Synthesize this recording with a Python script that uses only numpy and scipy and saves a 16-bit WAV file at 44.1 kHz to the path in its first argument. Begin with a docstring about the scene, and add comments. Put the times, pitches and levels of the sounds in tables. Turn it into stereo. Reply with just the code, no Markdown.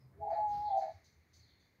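"""In a wooden aviary a small dove gives one coo: a rough start, a pure held note, a rough falling end.
The coo is two beating tones, jittered where rough and filtered by the throat. Perch knocks are noise
bursts with ringing modes, thumps are low swelling sines, feathers are shaped noise. Small birds give
swept whistles and raspy chips further off, another dove hums faintly, and rumble lies under it all."""
import sys
import numpy as np
from scipy import signal
from scipy.fft import rfft, irfft, next_fast_len
from scipy.io import wavfile
from scipy.ndimage import map_coordinates

SR = 44100
rng = np.random.default_rng(int(sys.argv[2]) if len(sys.argv) > 2 else 0)


def unload_wav(signal):
    """Save mono or channel-first audio to the path in sys.argv[1] as 16-bit WAV at rate SR, clipped to [-1, 1]."""
    wavfile.write(
        sys.argv[1],
        SR,
        np.round(np.clip(np.atleast_2d(signal).T, -1, 1) * 32767).astype(np.int16),
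    )


N = 79380  # samples

# low rumble: spectrum (pitch_hz, relative_db) and course (time_s, level_db)
RUMBLE_SPECTRUM = [(20, -43.5), (40, -18), (75, 0.5), (110, -4), (145, -5.5), (190, -10), (400, -16),
                   (700, -22), (1200, -26), (3000, -48)]
RUMBLE_LEVEL = [(0, -67.5), (.3, -63), (.75, -65.5), (1.1, -73), (1.8, -72.5)]
# air noise: spectrum (pitch_hz, relative_db) and course (time_s, level_db)
AIR_SPECTRUM = [(300, -6), (1000, -6), (1400, -5), (2100, 6), (2350, 0), (2700, -9.5), (3200, -12.5),
                (4300, -3.5), (5300, -14.5), (6800, -9.5), (7400, -28), (15000, -27.5)]
AIR_LEVEL = [(0, -78.5), (.15, -85), (.3, -72.5), (.9, -70), (1.15, -75.5), (1.5, -73.5), (1.8, -76)]
# steady microphone hiss: spectrum (pitch_hz, relative_db)
HISS_SPECTRUM = [(3000, -17.5), (7000, -7.5), (7500, -6.5), (10000, -3.5), (13000, 3), (15500, -1)]
HISS_DB = -87.5

# small birds' slurred whistles, level before the reverberation
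# (start_s, length_s, start_hz, end_hz, level_db, warble_share_of_pitch)
WHISTLES = [(-.015, 0.039, 5010, 5100, -75.5, 0.031), (0.295, 0.057, 4597, 4060, -63.5, 0.056),
            (0.632, 0.07, 4600, 4123, -60, 0.072), (0.671, 0.066, 3720, 3500, -67, 0.075),
            (0.789, 0.055, 4593, 4100, -63, .08), (1.38, 0.075, 4480, 4150, -65, .055),
            (1.45, 0.077, 3780, 3420, -73.5, .07), (1.472, 0.04, 4320, 4280, -68.5, .022),
            (1.582, 0.049, 4310, 4500, -71.5, .05), (1.572, 0.06, 3600, 3517, -77.5, 0.046)]
# their short raspy chips (start_s, level_db, gain_of_lower_resonance_db)
CHIPS = [(.292, -77, -13), (0.475, -68, -12.5), (0.766, -64.5, 2.5), (0.906, -77.5, 6.5), (1.034, -70.5, 5),
         (1.329, -67, 3.5), (1.592, -80, -5)]
# noise spectrum of the chips (pitch_hz, relative_db)
CHIP_SPECTRUM = [(2500, -33.5), (3800, -10), (4500, -3.5), (5300, -12), (5900, -14), (6170, 2), (6500, -10),
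                 (6850, -5), (7300, -23), (8600, -20.5), (10000, -26.5), (15000, -22.5)]
# fluttering tones within each chip (pitch_hz, relative_db)
CHIP_LINES = [(4480, -7), (6144, -7.5), (6750, -12)]
WARBLE_RATE = 800  # random knots a second
CHIP_ATTACK_S, CHIP_HOLD_S, CHIP_T60_S = 0.011, 0.024, 0.45
CHIP_SPLIT_HZ = 6100  # between the lower and the upper resonance

# soft low thumps (centre_s, pitch_hz, level_db, length_s)
THUMPS = [(0.063, 129.8, -61.5, 0.095), (0.221, 85, -55.5, 0.033), (0.223, 132.5, -60, 0.042),
          (0.315, 69.6, -66.5, .03), (0.486, 91.6, -57.5, 0.03), (0.564, 87.3, -61, 0.044),
          (0.692, 85, -59, 0.05), (0.96, 89.3, -55.5, 0.026), (1.201, 80.3, -65.5, 0.045),
          (1.389, 82.6, -65, 0.097), (1.421, 114.8, -68, 0.078)]

# knocks and scuffs on the perch (start_s, level_db)
KNOCKS = [(0.126, -75), (.3, -60.5), (0.326, -58), (.535, -74.5), (.66, -74), (0.809, -60), (0.834, -73),
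          (0.945, -75)]
# noise spectrum of a knock (pitch_hz, relative_db)
KNOCK_SPECTRUM = [(200, -18), (500, 8), (1000, 2), (1400, 0.5), (1700, 4.5), (2300, -1), (2700, -15.5),
                  (4000, -21), (7000, -31.5), (14000, -43.5)]
# ringing modes of the wood (pitch_hz, relative_db, t60_s)
KNOCK_MODES = [(1710, -6, 0.84), (2190, -8, 0.74)]
KNOCK_RISE_S, KNOCK_HOLD_S, KNOCK_T60_S = 0.0032, 0.026, 0.45

# another dove, far off (time_s, pitch_hz, level_db)
FAR_COO = [(.14, 385, -78), (.18, 402, -63.5), (.23, 433.4, -59.5), (.28, 429.5, -56), (.31, 426, -99)]

# main tone of the coo, level before the throat (time_s, pitch_hz, level_db, roughness_0_to_1)
COO = [(.199, 814.7, -77.5, .4), (.214, 820.7, -49, .4), (.234, 840.7, -36.5, .4), (.26, 800.2, -41.5, .6),
       (.282, 833, -33.5, .6), (.298, 806, -43, .7), (.306, 822.5, -33, .5), (.325, 799, -37.5, 0.9),
       (.344, 787, -44.5, .9), (.37, 843.5, -34, .25), (.445, 846, -31.5, 0.05), (.5, 828.3, -33.5, 0.05),
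       (.58, 822.1, -38, 0.05), (.645, 839, -36, 0.05), (.688, 832, -32, 0.05), (.699, 784.5, -39.5, 0.4),
       (.71, 819, -30.5, 0.25), (.733, 770, -30, 0.3), (.787, 785.5, -30.5, 0.4), (.806, 799.3, -43.5, .6),
       (.832, 763, -33, 0.4), (.862, 783.7, -46.5, .7), (.89, 806, -45, 0.9), (.925, 803, -62, 0.9)]
# lower tone beating against it in the opening and closing breaks (time_s, pitch_hz, level_db)
UNDER_START = [(.19, 659, -73.5), (.207, 667.1, -50), (.25, 652, -49), (0.286, 664.9, -43),
               (.308, 671.7, -40), (.324, 642.5, -36.5), (.34, 698.3, -38.5), (0.365, 676, -47),
               (.389, 668.4, -37), (.412, 648, -49), (.475, 660, -62)]
UNDER_END = [(.684, 657, -62), (0.695, 675.7, -41.5), (0.721, 668, -52), (0.75, 668, -40.5),
             (0.789, 657.4, -36.5), (0.808, 655, -44), (0.84, 644.8, -42), (0.884, 633.4, -44.5),
             (.919, 668.5, -55)]
# balance of the lower tone, opening then closing (left_minus_right_db)
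UNDER_PANS_DB = [0, -1]
# sidebands (multiple_of_lower_pitch, relative_db)
SIDEBANDS = [(0.722, -9.5), (1.5, -1)]
# response of the throat (pitch_hz, gain_db)
THROAT = [(300, -45), (480, -34), (570, -13.5), (620, 0.5), (850, -0.5), (900, -10.5), (1000, -15.5),
          (1150, -25), (2000, -51.5)]
# instants at which the voice catches (centre_s)
CATCHES_S = [.29, .3025, .352, .695, .701, .803]
CATCH_WIDTH_S, CATCH_DEPTH = 0.003, 0.7
ROUGH_RATE = 240  # random knots a second
JITTER_TURNS, SHIMMER = 0.13, 0.33  # scatter at full roughness: timing in cycles, size as a share
SIDEBAND_ROUGH, UNDER_FLUTTER = 0.6, 0.75  # roughness of the sidebands and of the lower tone
SIDEBAND_DB, OVERTONE_DB = -22.5, -55
HALFWAY_DB = -4  # halfway tone at full roughness, against the weaker of its two parents
COO_PAN_DB, COO_LAG_S = 1.5, 0.0001  # the bird sits a little off centre
ROOM_T60_S, COO_ROOM_DB, FAR_T60_S = 0.2194, -7.5, 0.46

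# rush of feathers: course (time_s, level_db) and spectrum (pitch_hz, relative_db)
FEATHERS = [(.45, -96), (.5, -63.5), (.545, -57), (.6, -58.5), (.635, -60.5), (.7, -74)]
FEATHER_SPECTRUM = [(200, 2.5), (1000, 2), (2200, -16.5), (3000, -11), (4400, -3), (5500, -5), (6800, -8.5),
                    (7500, -40.5), (10000, -24), (15000, -19)]
FEATHER_LEFT_DB = -14.5  # gain of the left channel alone
# air buffeting the right port: course (time_s, level_db) and spectrum (pitch_hz, relative_db)
DRAUGHT = [(.46, -85), (.51, -61.5), (.54, -46), (.565, -53), (.585, -49), (.62, -54.5), (.65, -72)]
DRAUGHT_SPECTRUM = [(25, -38.5), (60, 3), (100, 3), (150, -5.5), (220, -17), (500, -17.5), (1200, -49.5)]

# colour of the two microphone ports (pitch_hz, left_minus_right_db)
PORTS = [(60, -3), (700, -1.5), (1000, -4), (1300, -5.5), (2100, -17.5), (3000, 0.5), (4300, -13),
         (5200, 3), (6300, 15.5), (7500, 12.5), (8600, 4), (11000, 0.5)]
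TOP_HZ = 15700  # band limit


def amp(db):
    """Logarithmic level: decibels become an amplitude gain."""
    return 10 ** (np.asarray(db) / 20)


def unit(x):
    """Normalisation: root mean square becomes 1."""
    return x / np.sqrt(np.mean(x ** 2) + 1e-20)


def unit_pair(balance_db):
    """Constant-power panning: left and right gains for a left-minus-right balance."""
    pair = amp(np.array([balance_db, -balance_db]) / 2)
    return pair / np.sqrt(np.mean(pair ** 2, axis=0))


def clock():
    """Uniform sampling: the time of each sample in seconds."""
    return np.arange(N) / SR


def along(points, hz):
    """Interpolation of (pitch_hz, value) points on a logarithmic frequency axis."""
    point_hz, values = np.transpose(points)
    return np.interp(np.log(hz + 1), np.log(point_hz + 1), values)


def curves(rows):
    """Linear interpolation in time: one curve for each column after the first."""
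    times, *columns = np.transpose(rows)
    return [np.interp(clock(), times, column) for column in columns]


def during(rows):
    """Gaussian gating: 1 within a table's time span, fading softly outside."""
    t = clock()
    outside_s = np.maximum(0, np.maximum(rows[0][0] - t, t - rows[-1][0]))
    return np.exp(-(outside_s / 0.009) ** 2)


def wobble(rate):
    """Band-limited randomness: a smooth curve through random knots, rate of them a second."""
    return map_coordinates(rng.standard_normal(8000), [clock() * rate + 2], mode="mirror")


def filtered(x, gain):
    """Linear filtering: the spectrum is multiplied by a response of frequency."""
    size = next_fast_len(N + SR // 2)
    response = gain(np.fft.rfftfreq(size, 1 / SR))
    return irfft(rfft(x, size) * response, size)[..., :N]


def noise(spectrum):
    """Coloured random noise of rms 1, uncorrelated between the two channels."""
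    white = rng.standard_normal((2, N))
    return unit(filtered(white, lambda hz: amp(along(spectrum, hz))))


def turning(hz):
    """Phase accumulation: a unit phasor that follows a pitch curve."""
    return np.exp(2j * np.pi * np.cumsum(hz) / SR)


def burst(s, rise, hold, t60):
    """Impulsive excitation: linear attack, hold, then exponential decay by 60 dB in t60."""
    t = clock() - s
    return np.clip(t / rise, 0, 1) * amp(-60 * np.maximum(t - rise - hold, 0) / t60)


def room(x, t60):
    """Diffuse reverberation: convolution with decaying noise stands for the aviary's walls."""
    t = np.arange(SR // 2) / SR
    tail = rng.standard_normal((2, len(t))) * amp(-60 * t / t60)
    return signal.fftconvolve(x[None], tail / np.linalg.norm(tail[0]), axes=1)[:, :N]


def roughened(tone, rough):
    """Jitter and shimmer: unsteady vibration scatters a tone's timing and size."""
    r = np.clip(rough, 0, 1)
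    jitter = np.exp(2j * np.pi * JITTER_TURNS * r * wobble(ROUGH_RATE))
    shimmer = 1 + SHIMMER * r * wobble(ROUGH_RATE)
    return tone * jitter * shimmer


def background(side_db=-7):
    """Channel correlation: a nearly mono rumble lies under uncorrelated air noise and hiss."""
    mid, side = noise(RUMBLE_SPECTRUM)
    rumble = amp(curves(RUMBLE_LEVEL)[0]) * (mid + amp(side_db) * np.array([side, -side]))
    air = amp(curves(AIR_LEVEL)[0]) * noise(AIR_SPECTRUM)
    return rumble + air + amp(HISS_DB) * noise(HISS_SPECTRUM)


def whistles():
    """Frequency modulation: each pitch glides and warbles, then reverberation smears it."""
    out = np.zeros((2, N))
    for s, length, start_hz, end_hz, db, warble in WHISTLES:
        progress = np.clip((clock() - s) / length, 0, 1)
        glide = start_hz + (end_hz - start_hz) * progress
        hz = glide * (1 + warble * wobble(WARBLE_RATE))
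        envelope = np.sqrt(2 * np.abs(np.sin(np.pi * progress)))
        out += amp(db) * room(envelope * turning(hz).real, FAR_T60_S)
    return out


def rasp(flutter_rate=40):
    """Random modulation: fluttering tones within a band of noise make the chips' voice."""
    tones = np.zeros((2, N))
    for hz, db in CHIP_LINES:
        flutter = np.array([wobble(flutter_rate) + 1j * wobble(flutter_rate) for _ in range(2)])
        tones += amp(db) * (flutter * np.exp(2j * np.pi * hz * clock())).real
    return unit(noise(CHIP_SPECTRUM) + tones)


def chips():
    """Two-resonance source: the raspy voice is split in two bands; overlapping bursts add in power."""
    voice = rasp()
    lower = filtered(voice, lambda hz: hz < CHIP_SPLIT_HZ)
    upper_power, lower_power = 0, 0
    for s, db, lower_db in CHIPS:
        envelope = amp(db) * burst(s, CHIP_ATTACK_S, CHIP_HOLD_S, CHIP_T60_S)
        upper_power = upper_power + envelope ** 2
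        lower_power = lower_power + (amp(lower_db) * envelope) ** 2
    return np.sqrt(upper_power) * (voice - lower) + np.sqrt(lower_power) * lower


def thumps():
    """Gaussian tone bursts: dull low swells a few cycles long, alike in both channels."""
    t = clock()
    out = np.zeros(N)
    for s, hz, db, length in THUMPS:
        swell = np.exp(-2 * ((t - s) / length) ** 2)
        out += amp(db) * swell * np.sqrt(2) * np.sin(2 * np.pi * (hz * t + rng.random()))
    return out


def perch():
    """Modal excitation: each knock is a woody noise scuff with a faint decaying ring."""
    out = np.zeros((2, N))
    for s, db in KNOCKS:
        scuff = burst(s, KNOCK_RISE_S, KNOCK_HOLD_S, KNOCK_T60_S) * noise(KNOCK_SPECTRUM)
        out += amp(db) * scuff
        for hz, mode_db, t60 in KNOCK_MODES:
            ring = np.sin(2 * np.pi * (hz * clock() + rng.random((2, 1))))
            out += amp(db + mode_db) * burst(s, KNOCK_RISE_S, 0, t60) * ring
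    return out


def far_dove(pan_db=5, room_db=-10):
    """Direct and reverberant sound: a faint low rising hoot, stronger on the left."""
    hz, db = curves(FAR_COO)
    call = amp(db) * during(FAR_COO) * unit(roughened(turning(hz), 0.38).real)
    return call * amp([[pan_db], [-pan_db]]) + amp(room_db) * room(call, ROOM_T60_S)


def catches():
    """Amplitude modulation: gain of the voice, with brief dips where it catches."""
    gaps = sum(np.exp(-((clock() - s) / CATCH_WIDTH_S) ** 2) for s in CATCHES_S)
    return 1 - np.clip(CATCH_DEPTH * gaps, 0, 1)


def dove():
    """Coupled sources: two vibrating membranes beat and intermodulate; the swollen throat filters.

    Roughness adds a tone halfway between them; loudness adds faint sidebands."""
    hz, db, rough = curves(COO)
    carrier = turning(hz)
    effort = amp(db) * during(COO)
    main = effort * roughened(carrier, rough)
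    voice = main * unit_pair(COO_PAN_DB)[:, None]
    reedy = amp(OVERTONE_DB) * main * carrier  # second harmonic; this part bypasses the throat
    for rows, pan_db in zip((UNDER_START, UNDER_END), UNDER_PANS_DB):
        low_hz, low_db = curves(rows)
        strength = amp(low_db) * during(rows)
        halfway_level = amp(HALFWAY_DB) * rough * np.minimum(strength, effort)
        halfway = halfway_level * roughened(turning((hz + low_hz) / 2), 0.95)
        low = strength * roughened(turning(low_hz), UNDER_FLUTTER)
        voice = voice + (low + halfway) * unit_pair(pan_db)[:, None]
        for ratio, side_db in SIDEBANDS:
            loudness = amp(SIDEBAND_DB + side_db + db - db.max())
            sideband = roughened(turning(ratio * low_hz), SIDEBAND_ROUGH)
            reedy = reedy + loudness * np.sqrt(strength * effort) * sideband
    throated = filtered(voice.real * catches(), lambda f: amp(along(THROAT, f)))
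    call = np.sqrt(2) * (throated + reedy.real)
    # half the lag delays the left channel, half advances the right
    sides = np.array([[1], [-1]])
    direct = filtered(call, lambda f: np.exp(-1j * np.pi * f * COO_LAG_S * sides))
    return direct + amp(COO_ROOM_DB) * room(call.mean(axis=0), ROOM_T60_S)


def feathers(left_port_db=-20):
    """Turbulent noise: feathers swish while a puff of air buffets mainly the right port."""
    swish = amp(curves(FEATHERS)[0]) * during(FEATHERS) * noise(FEATHER_SPECTRUM)
    puff = amp(curves(DRAUGHT)[0]) * during(DRAUGHT) * noise(DRAUGHT_SPECTRUM)
    return swish * amp([[FEATHER_LEFT_DB], [0]]) + puff * amp([[left_port_db], [0]])


def scene():
    """Superposition: all that sounds in the aviary adds linearly."""
    birds = dove() + far_dove() + whistles() + chips()
    return birds + perch() + thumps() + feathers() + background()


def record(dry):
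    """Receiver response: two ports colour the sound differently, up to a sharp band limit."""
    return filtered(dry, lambda hz: unit_pair(along(PORTS, hz)) * (hz < TOP_HZ))


dry = scene()
out = record(dry)
unload_wav(out)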